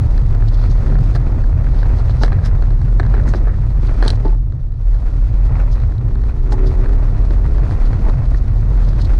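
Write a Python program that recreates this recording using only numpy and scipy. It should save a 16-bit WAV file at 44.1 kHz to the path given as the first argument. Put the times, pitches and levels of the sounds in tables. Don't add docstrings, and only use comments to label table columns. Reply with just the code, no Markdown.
import sys
import numpy as np
from scipy import signal
from scipy.fft import rfft, irfft, next_fast_len
from scipy.io import wavfile
from scipy.ndimage import uniform_filter1d, minimum_filter1d, map_coordinates

SR = 44100
rng = np.random.default_rng(int(sys.argv[2]) if len(sys.argv) > 2 else 0)


def materialize(psi):
    bounded = np.clip(np.atleast_2d(psi).T, -1, 1)
    quanta = np.round(bounded * 32767).astype(np.int16)
    wavfile.write(sys.argv[1], SR, quanta)


N = 405279
T = np.arange(N) / SR


def undb(db):
    return 10 ** (np.asarray(db) / 20)


def unit(x):
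    return x / np.sqrt(np.mean(x ** 2))


def curves(table):
    time_s, *columns = np.transpose(table)
    return [np.interp(T, time_s, column) for column in columns]


def colour(x, points):
    size = next_fast_len(N)
    point_hz, point_db = np.transpose(points)
    bin_hz = np.arange(size // 2 + 1) * SR / size
    bin_db = np.interp(np.log(bin_hz + 1), np.log(point_hz), point_db, left=-np.inf, right=-np.inf)
    return unit(irfft(rfft(x, size) * undb(bin_db), size)[:N])


def walk(rate_hz):
    size = int(SR / rate_hz)
    steps = np.repeat(rng.standard_normal(N // size + 1), size)
    return unit(uniform_filter1d(steps, size))[:N]


def grains(rate_hz, spread_db):
    chance, size, sign = rng.random(N), rng.exponential(size=N), rng.choice([-1, 1], N)
    return unit((chance < rate_hz / SR) * sign * undb(spread_db * np.minimum(size, 5)))


def jolts(rate_hz, fade_s, rise_s):
    kicks = (rng.random(N) < rate_hz / SR) * rng.random(N)
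    surge = signal.lfilter([1], [1, -np.exp(-1 / (fade_s * SR))], kicks)
    return unit(uniform_filter1d(surge - surge.mean(), int(rise_s * SR)))


def resonate(x, hz, width_hz):
    return signal.lfilter(*signal.iirpeak(hz, hz / width_hz, SR), x)


def strike(modes, scrape_s, scrape, scatter):
    t = T[:SR // 5]
    push = scrape * unit(np.exp(-t / scrape_s)) * rng.standard_normal(len(t)) / np.sqrt(len(t))
    push[0] += 1
    ring = np.zeros(len(t))
    for k, (hz, t60_s, db) in enumerate(modes):
        mode_hz = hz * (1 + scatter * rng.standard_normal())
        decay = np.exp(-np.log(1000) * t / t60_s)
        ring += undb(db) * decay * np.sin(2 * np.pi * mode_hz * t) * (-1) ** k
    hit = signal.fftconvolve(push, ring)[:len(t)]
    return hit / np.sqrt(np.mean(hit[:SR // 100] ** 2))


def add(out, time_s, sound):
    i = max(int(time_s * SR), 0)
    out[i:i + len(sound)] += sound[:N - i]


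EDDY_WANDER = .06


def eddies(points, steadiness):
    flow = np.cumsum(1 + EDDY_WANDER * walk(6))
    noise = colour(rng.standard_normal(N), points)
    x = map_coordinates(noise, [flow], order=1, mode="mirror")
    envelope = np.abs(signal.hilbert(x, next_fast_len(N))[:N])
    swing = uniform_filter1d(envelope, SR // 25)
    return unit(x / (swing + 0.074) ** np.clip(steadiness, 0, 1))


# (frequency [Hz], relative level [dB])
BUFFET_SPECTRUM = [(10, -27), (18, -6.5), (26, -3.5), (34, -3), (41, 9), (46, 3.5), (52, -1.5), (60, -7.5),
                   (75, -24.5)]
FLUTTER_SPECTRUM = [(45, -42), (62, -8), (80, -2), (100, -5), (120, -3), (135, -11), (155, -17.5),
                    (190, -35), (300, -49)]
# (time [s], level [dB])
FLUTTER_LEVEL = [(0, -15.5), (1.6, -18.5), (2.25, -15), (2.7, -19), (3.6, -20), (4.3, -21), (4.75, -27.5),
                 (5.25, -19.5), (5.85, -19.5), (6.3, -24.5), (6.9, -19), (7.75, -20.5), (8.4, -21),
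                 (8.65, -16.5), (8.85, -20), (9.19, -17.5)]
# (time [s], depth [dB], half length to 1/e of depth [s])
LULLS = [(2.401, 15, 0.029), (2.8, 6, 0.063), (4.593, 12.5, 0.051), (5.984, 9.5, 0.094), (7.25, 4, 0.022),
         (8.18, 5, 0.089), (8.531, 8.5, 0.038)]
# (rate [Hz], relative level [dB])
SWING_SPECTRUM = [(1.8, -10), (3.2, -2), (6, 2), (12, -11.5), (20, -22.5)]
BUFFET_DB, BUFFET_DB_PER_SCRUB_DB = -10, 0.42
SWING_RMS_DB, FLUTTER_DB_PER_LULL_DB = 2.5, 0.5


def wind(scrub_db):
    swing_db = SWING_RMS_DB * colour(rng.standard_normal(N), SWING_SPECTRUM)
    lull_db = sum(depth_db * np.exp(-((T - s) / half_s) ** 2) for s, depth_db, half_s in LULLS)
    buffet_db = BUFFET_DB + BUFFET_DB_PER_SCRUB_DB * scrub_db - lull_db + swing_db
    flutter_db = curves(FLUTTER_LEVEL)[0] + FLUTTER_DB_PER_LULL_DB * lull_db - swing_db
    buffet = undb(buffet_db) * eddies(BUFFET_SPECTRUM, steadiness=0.38)
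    flutter = undb(flutter_db) * eddies(FLUTTER_SPECTRUM, steadiness=0.55)
    return buffet + flutter


# (time [s], crankshaft speed [turns/s], effort at order 2 [dB])
REVS = [(0, 61.5, -3), (.4, 59.7, -2), (.9, 56.5, 0), (1.2, 54.3, -2), (1.5, 59.3, 0), (1.8, 55, -1),
        (2.15, 56, -1), (2.5, 54, -1), (3, 56, -1), (3.3, 52, 0), (3.6, 55, -2), (4.1, 55, -3),
        (4.6, 48, -9), (5.2, 48.5, -6), (5.9, 51.8, 0), (6.35, 57.2, 1), (6.5, 61.5, 2), (6.65, 63, 4.8),
        (6.8, 61.5, 2.5), (6.92, 65.5, 4), (7.0, 70.6, 0), (7.1, 70.3, 0), (7.2, 66.3, -2), (7.3, 67.6, -1),
        (7.4, 63.5, -1.5), (7.55, 68, -1), (7.9, 56, -2), (8.2, 53.5, -2), (8.7, 54.5, -1.5),
        (9.19, 58, -1)]
# (frequency [Hz], gain [dB])
EXHAUST_RESPONSE = [(85, -1), (100, 5.5), (110, 5.5), (126, 1), (142, -7), (160, -5), (200, 0), (222, 3.5),
                    (255, 0), (283, 5), (310, 0), (335, -1), (360, 2), (377, 7), (395, 6), (415, 1),
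                    (440, 6), (470, -1), (520, -4), (700, -10)]
# (multiple of crank speed [1], level [dB])
ENGINE_ORDERS = [(2, -30), (2.5, -35), (3, -45), (3.5, -48), (4, -41), (4.5, -46), (5, -49), (5.5, -53),
                 (6, -44.5), (6.5, -53), (7, -51), (7.5, -57), (8, -53), (9, -58), (10, -57)]
BRIGHTEN_PER_ORDER = .2
LEVEL_ROUGHNESS = .2


def engine():
    crank_hz, effort_db = curves(REVS)
    waver = 1 + .0045 * walk(16)
    turns = np.cumsum(crank_hz * waver) / SR
    response_hz, response_db = np.transpose(EXHAUST_RESPONSE)
    out = np.zeros(N)
    for order, order_db in ENGINE_ORDERS:
        order_effort_db = effort_db * (1 + BRIGHTEN_PER_ORDER * (order - 2))
        exhaust_db = np.interp(order * crank_hz, response_hz, response_db)
        level_db = order_db + order_effort_db + exhaust_db + 2 * walk(9)
        out += undb(level_db) * np.sin(2 * np.pi * (order * turns + rng.random()))
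    return out * (1 + LEVEL_ROUGHNESS * walk(55))


# (frequency [Hz], relative level [dB])
RUMBLE_SPECTRUM = [(100, -18), (160, 1), (210, 3), (300, -1.5), (450, -11.5), (650, -17), (1000, -31.5),
                   (2000, -67.5)]
SOIL_SPECTRUM = [(250, -7.5), (500, 6.5), (750, 3), (1000, 0.5), (1280, -3.5), (1550, -15.5), (1900, -6.5),
                 (2600, -39.5)]
CRUNCH_SPECTRUM = [(900, -13.5), (1400, 6), (1800, -3.5), (2200, -3), (2550, -3.5), (2900, -14),
                   (4500, -39.5)]
GRIT_SPECTRUM = [(2000, -18), (2900, -5), (3500, -2.5), (4300, -1), (5300, -5.5), (6400, -7.5),
                 (7500, -13.5), (8500, -13), (10000, -16.5), (12000, -25), (15500, -47.5)]
RUMBLE_DB, RUMBLE_PER_SCRUB = -33, 0.083
SOIL_DB, SOIL_PER_SCRUB = -38.5, 1.48
CRUNCH_DB, CRUNCH_PER_SCRUB, CRUNCH_PER_THROWN = -51, 0.81, 0.76
GRIT_DB = -58.5


def tyres(scrub_db, drum_db, thrown_db):
    bumps = jolts(rate_hz=70, fade_s=.011, rise_s=.0015)
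    clods, lumps = grains(500, spread_db=2.4), grains(1300, spread_db=2.7)
    gravel, sand = grains(7000, spread_db=2.6), grains(7000, spread_db=2.3)
    pebbles = undb(-11) * grains(90, spread_db=1.8)
    rumble_db = RUMBLE_DB + drum_db + RUMBLE_PER_SCRUB * scrub_db + 1.4 * bumps + 1.0 * walk(25)
    soil_db = SOIL_DB + SOIL_PER_SCRUB * scrub_db + 1.33 * bumps
    crunch_db = CRUNCH_DB + CRUNCH_PER_SCRUB * scrub_db + CRUNCH_PER_THROWN * thrown_db
    crunch_db = crunch_db + 2.6 * bumps + 1.0 * walk(40)
    grit_db = GRIT_DB + thrown_db + .9 * bumps + 1.3 * walk(40)
    rumble = undb(rumble_db) * colour(clods, RUMBLE_SPECTRUM)
    soil = undb(soil_db) * colour(lumps + 1.2 * pebbles, SOIL_SPECTRUM)
    crunch = undb(crunch_db) * colour(gravel + pebbles, CRUNCH_SPECTRUM)
    grit = undb(grit_db) * colour(sand + 1.4 * pebbles, GRIT_SPECTRUM)
    return rumble + soil + crunch + grit


# (frequency [Hz], t60 [s], relative level [dB])
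PANEL_MODES = [(360, 0.025, -1), (734, 0.02, -5), (1274, 0.016, -3), (1430, 0.012, -1), (1620, 0.0085, 5),
               (1860, 0.014, -4)]
PING_MODES = [(3300, 0.006, -6), (3860, 0.013, -5), (4150, 0.0065, 1), (4960, 0.004, -5),
              (5900, 0.008, -13), (8150, 0.0083, -20), (8500, 0.0098, -21), (11600, 0.0021, -34)]
CLACK_TOP_HZ, PING_BOTTOM_HZ = 2250, 2750
CONTACT_TOP_HZ = 10200
CRACK_BAND_HZ, CRACK_FADE_S, CRACK_RE_CLACK_DB = (450, 1900), .0025, -6


def stone(clack_db, ping_db, clack_gain_db=-5.5, ping_gain_db=.5):
    clack = strike(PANEL_MODES, scrape_s=.002, scrape=.45, scatter=.045)
    ping = strike(PING_MODES, scrape_s=.002, scrape=.55, scatter=.04)
    burst = rng.standard_normal(len(clack)) * np.exp(-T[:len(clack)] / CRACK_FADE_S)
    crack = signal.lfilter(*signal.butter(2, CRACK_BAND_HZ, "bandpass", fs=SR), burst)
    crack = crack / np.std(crack[:SR // 100])
    low = clack + undb(CRACK_RE_CLACK_DB) * crack
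    dull = signal.lfilter(*signal.butter(4, CLACK_TOP_HZ, fs=SR), low)
    ping_band_hz = (PING_BOTTOM_HZ, CONTACT_TOP_HZ)
    hard = signal.lfilter(*signal.butter(3, ping_band_hz, "bandpass", fs=SR), ping)
    return undb(clack_db + clack_gain_db) * dull + undb(ping_db + ping_gain_db) * hard


SMALL_CLACK_DB, SMALL_PING_DB = -43, -58


def small_stones(scrub_db, spread_db=1.0, count=44):
    out = np.zeros(N)
    for _ in range(count):
        i = rng.integers(N)
        size_db = scrub_db[i] + spread_db * rng.standard_normal()
        add(out, T[i], stone(SMALL_CLACK_DB + size_db, SMALL_PING_DB + size_db))
    return out


def chatter():
    taps = grains(500, spread_db=1.5)
    ring = np.zeros(N)
    for hz, t60_s, db in PANEL_MODES:
        ring += undb(db) * resonate(taps, hz, np.log(1000) / (np.pi * t60_s))
    return unit(signal.sosfilt(signal.butter(4, CLACK_TOP_HZ, fs=SR, output="sos"), ring))


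# (time [s], clack level [dB], ping level [dB])
STONE_CONTACTS = [(.1781, -33, -46), (.349, -37, -52), (.4229, -29.5, -57), (.639, -29, -49),
                  (.864, -32, -60), (.9, -32, -58), (.9534, -29, -55), (.988, -33, -54), (1.06, -38, -52),
                  (1.1499, -27, -49), (1.155, -27, -46), (1.162, -27, -50), (1.4392, -33, -57),
                  (1.6677, -28, -60), (1.745, -33, -54), (1.8298, -28, -50), (1.8563, -33, -58),
                  (2.0957, -29, -50), (2.2345, -15, -29), (2.247, -27, -45), (2.26, -29, -46),
                  (2.2798, -28, -50), (2.3202, -23.5, -51), (2.329, -28, -49), (2.3856, -32, -56),
                  (2.623, -29, -49), (2.7054, -35, -54), (2.8161, -34, -54), (2.9977, -18.5, -41),
                  (3.003, -26, -49), (3.0311, -29, -52), (3.0506, -32, -63), (3.064, -33, -51),
                  (3.1399, -21, -50), (3.149, -30, -52), (3.1668, -32, -58), (3.1785, -28, -58),
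                  (3.1972, -30, -60), (3.2776, -28, -54), (3.3369, -20, -46), (3.346, -25, -56),
                  (3.4711, -27, -60), (3.481, -29, -57), (4.0254, -17.5, -37), (4.034, -29, -47),
                  (4.0502, -27, -43), (4.062, -28, -44), (4.0755, -31, -39), (4.0797, -27, -23.5),
                  (4.091, -29, -45), (4.1032, -29, -25.5), (4.2805, -42, -50), (4.5222, -42, -59),
                  (4.72, -48, -63), (4.9452, -39, -56), (5.7549, -37, -54), (5.801, -40, -54),
                  (5.921, -37, -58), (5.981, -44, -53), (6.1545, -35, -55), (6.2373, -37, -56),
                  (6.5215, -29, -42), (6.8594, -28.5, -57), (7.3074, -31, -50), (7.5823, -30.5, -54),
                  (7.7095, -31, -53), (7.93, -27, -50), (8.0971, -30, -50), (8.3455, -28.5, -55),
                  (8.479, -42, -54), (8.8488, -38, -51), (8.9317, -32, -52), (8.9989, -44, -50),
                  (9.0473, -40, -46)]
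# (frequency [Hz], t60 [s], relative level [dB])
THUD_MODES = [(178, 0.03, -13.5), (272, 0.027, 0.5), (310, 0.12, -6.5), (414, 0.052, 2.5),
              (502, 0.085, -8.5), (590, 0.021, 3)]
CHATTER_RE_CLACK_DB, CHATTER_FADE_S = -24, .03
CRUMBS_RE_PING_DB, CRUMBS_FADE_S = -15, .014


def stone_contacts(thud_re_clack_db=-9):
    out = np.zeros(N)
    panel = chatter()
    crumbs = colour(grains(1500, spread_db=1.5), GRIT_SPECTRUM)
    t = T[:SR // 4]
    for s, clack_db, ping_db in STONE_CONTACTS:
        thud = strike(THUD_MODES, scrape_s=.02, scrape=.7, scatter=.08)
        add(out, s, undb(clack_db + thud_re_clack_db) * thud)
        add(out, s, stone(clack_db, ping_db))
        tails = [(panel, clack_db + CHATTER_RE_CLACK_DB, CHATTER_FADE_S),
                 (crumbs, ping_db + CRUMBS_RE_PING_DB, CRUMBS_FADE_S)]
        for tail, db, fade_s in tails:
            excerpt = np.roll(tail, -int(s * SR))[:len(t)]
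            add(out, s, undb(db) * np.exp(-t / fade_s) * excerpt)
    return out


# (time of peak [s], level [dB], rise and fade to 1/e [s], ring [Hz], ring width [Hz])
SHOWERS = [(0.485, -40.5, 0.0055, 4270, 700), (0.545, -45, 0.0093, 4670, 600),
           (0.62, -48.5, 0.056, 4600, 700), (0.714, -46, 0.014, 5600, 900),
           (1.157, -37.5, 0.008, 4700, 250), (1.797, -48, 0.03, 4270, 900), (1.99, -48, 0.008, 4500, 900),
           (2.106, -44, 0.012, 3960, 400), (2.232, -36, 0.017, 5270, 500), (2.461, -35.5, 0.011, 5150, 140),
           (3.293, -42, 0.014, 7000, 700), (3.363, -44.5, 0.015, 5030, 900),
           (3.872, -44, 0.0077, 4040, 500), (4.075, -37, 0.022, 4500, 400), (4.157, -48, 0.0069, 5530, 500),
           (4.255, -50, 0.0091, 4600, 400), (5.73, -45, 0.012, 5430, 500), (6.527, -40, 0.0094, 7060, 700),
           (6.673, -43, 0.012, 4880, 500), (7.861, -45, 0.0092, 3980, 400), (8.376, -49, 0.01, 5800, 600),
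           (8.89, -48, 0.012, 5170, 700), (9.0, -53.5, .08, 4400, 700), (9.019, -40, 0.0067, 4350, 300),
           (9.055, -40, 0.0061, 4100, 250)]
RING_RATIOS = [.77, .9, 1.14]
RING_GAIN, NEIGHBOUR_GAIN = 2.6, .6


def showers():
    spray = colour(grains(1800, spread_db=1.2), GRIT_SPECTRUM)
    out = np.zeros(N)
    for s, db, fade_s, hz, width_hz in SHOWERS:
        neighbours = sum(resonate(spray, hz * ratio, width_hz / 2) for ratio in RING_RATIOS)
        ring = resonate(spray, hz, width_hz) + NEIGHBOUR_GAIN * neighbours
        out += undb(db) * np.exp(-np.abs(T - s) / fade_s) * unit(spray + RING_GAIN * ring)
    return out


# (time [s], thud level [dB], clunk level [dB], thud pitch ratio [1])
BODY_THUDS = [(1.29, -27, -45, 0.92), (2.213, -22, -29, 0.51), (2.236, -15.5, -41, 0.45),
              (2.997, -27, -48, 0.93), (3.345, -23.5, -47, 0.85), (4.024, -23, -49, .76),
              (4.056, -21, -31, 0.9), (4.2496, -16, -31, 0.926), (4.262, -30, -38, 1.08),
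              (4.285, -30, -47, 0.85), (4.325, -41, -38.5, 1), (6.52, -34, -27.5, 1.06),
              (7.305, -19, -48, 0.54), (8.062, -37, -30, 0.79), (8.092, -30, -34, 0.84)]
# (frequency [Hz], t60 [s], relative level [dB])
CLUNK_MODES = [(650, 0.066, -2.5), (810, 0.068, -3.5), (878, 0.12, 3), (1100, 0.076, -7.5),
               (1470, 0.06, -8)]
SPURT_RE_CLUNK_DB, SPURT_FADE_S = -0.5, 0.034
THUD_RISE_S, THUD_FADE_S = 0.0015, 0.072


def body_thuds():
    out = np.zeros(N)
    soil = colour(rng.standard_normal(N), SOIL_SPECTRUM)
    for s, thud_db, clunk_db, pitch in BODY_THUDS:
        thud_modes = [(hz * pitch, t60_s, db) for hz, t60_s, db in THUD_MODES]
        thud = strike(thud_modes, scrape_s=.02, scrape=.7, scatter=.03)
        clunk = strike(CLUNK_MODES, scrape_s=.02, scrape=.55, scatter=.015)
        t = T[:len(thud)]
        excerpt = np.roll(soil, int(s * SR))[:len(t)]
        spurt = undb(SPURT_RE_CLUNK_DB) * np.exp(-t / SPURT_FADE_S) * excerpt
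        envelope = (1 - np.exp(-t / THUD_RISE_S)) * np.exp(-t / THUD_FADE_S)
        add(out, s, envelope * (undb(thud_db) * thud + undb(clunk_db) * (clunk + spurt)))
    return out


# (time of peak [s], level [dB], rise and fade to 1/e [s])
RATTLES = [(2.462, -35.5, 0.017), (3.18, -48, 0.018), (3.295, -39, 0.013), (3.49, -40, 0.011),
           (3.542, -42, .016), (3.63, -43, .015), (4.068, -39, .018)]


def rattles():
    level = sum(undb(db) * np.exp(-np.abs(T - s) / fade_s) for s, db, fade_s in RATTLES)
    return chatter() * level


# (time [s], scrub [dB], clod drumming [dB], thrown grit [dB])
GROUND = [(0, -1, 1.5, 1.5), (.54, -1, -2, 1.5), (.75, -0.5, -4, 3), (.93, 1, 5, 3), (1.12, -1, 0, 2.5),
          (1.29, 1.5, 2, 3), (1.5, -2, -1.5, -1), (1.83, 0.5, -1.5, 3.5), (2.22, 0, -2.5, 3),
          (2.5, 0, -2.5, -1), (2.85, -4, -4.5, 0.5), (3.27, 1.5, 3.5, 1), (3.63, -3.5, -5.5, -1),
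          (4.08, 2, 3.5, 6.5), (4.17, -1.5, -6, -1.5), (4.33, -3, -2, 2), (4.39, -9, -6.5, -8),
          (4.75, -9.5, -9.5, -9.5), (4.95, -3, -5, 0), (5.22, -5.5, -3, -0.5), (5.48, 1, -2, 3),
          (6.0, -4, -9, -3.5), (6.45, -2.5, -6, 0), (6.8, 0.5, -3, 2.5), (7.5, -0.5, 0, 1.5),
          (7.72, 2.5, 2, 4), (7.95, -0.5, 1.5, 3.5), (8.22, -1, -4.5, 1), (8.5, -3, -3, 1),
          (8.75, 0, 0, 2.5), (9.19, -1.5, -1.5, 3.5)]


def scene():
    scrub_db, drum_db, thrown_db = curves(GROUND)
    steady = wind(scrub_db) + engine() + tyres(scrub_db, drum_db, thrown_db)
    hits = small_stones(scrub_db) + stone_contacts() + showers() + body_thuds() + rattles()
    return (steady + hits)[None]


TOP_HZ = 15700


def record(dry, ceiling=0.56, split_hz=170):
    bass = signal.sosfiltfilt(signal.butter(4, split_hz, fs=SR, output="sos"), dry)
    size = SR // 60
    needed_gain = ceiling / np.maximum(np.abs(bass), ceiling)
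    gain = uniform_filter1d(minimum_filter1d(needed_gain, size), size)
    limited = dry - bass + gain * bass
    return signal.sosfilt(signal.ellip(8, .2, 70, TOP_HZ, fs=SR, output="sos"), limited)


dry = scene()
out = record(dry)
materialize(out)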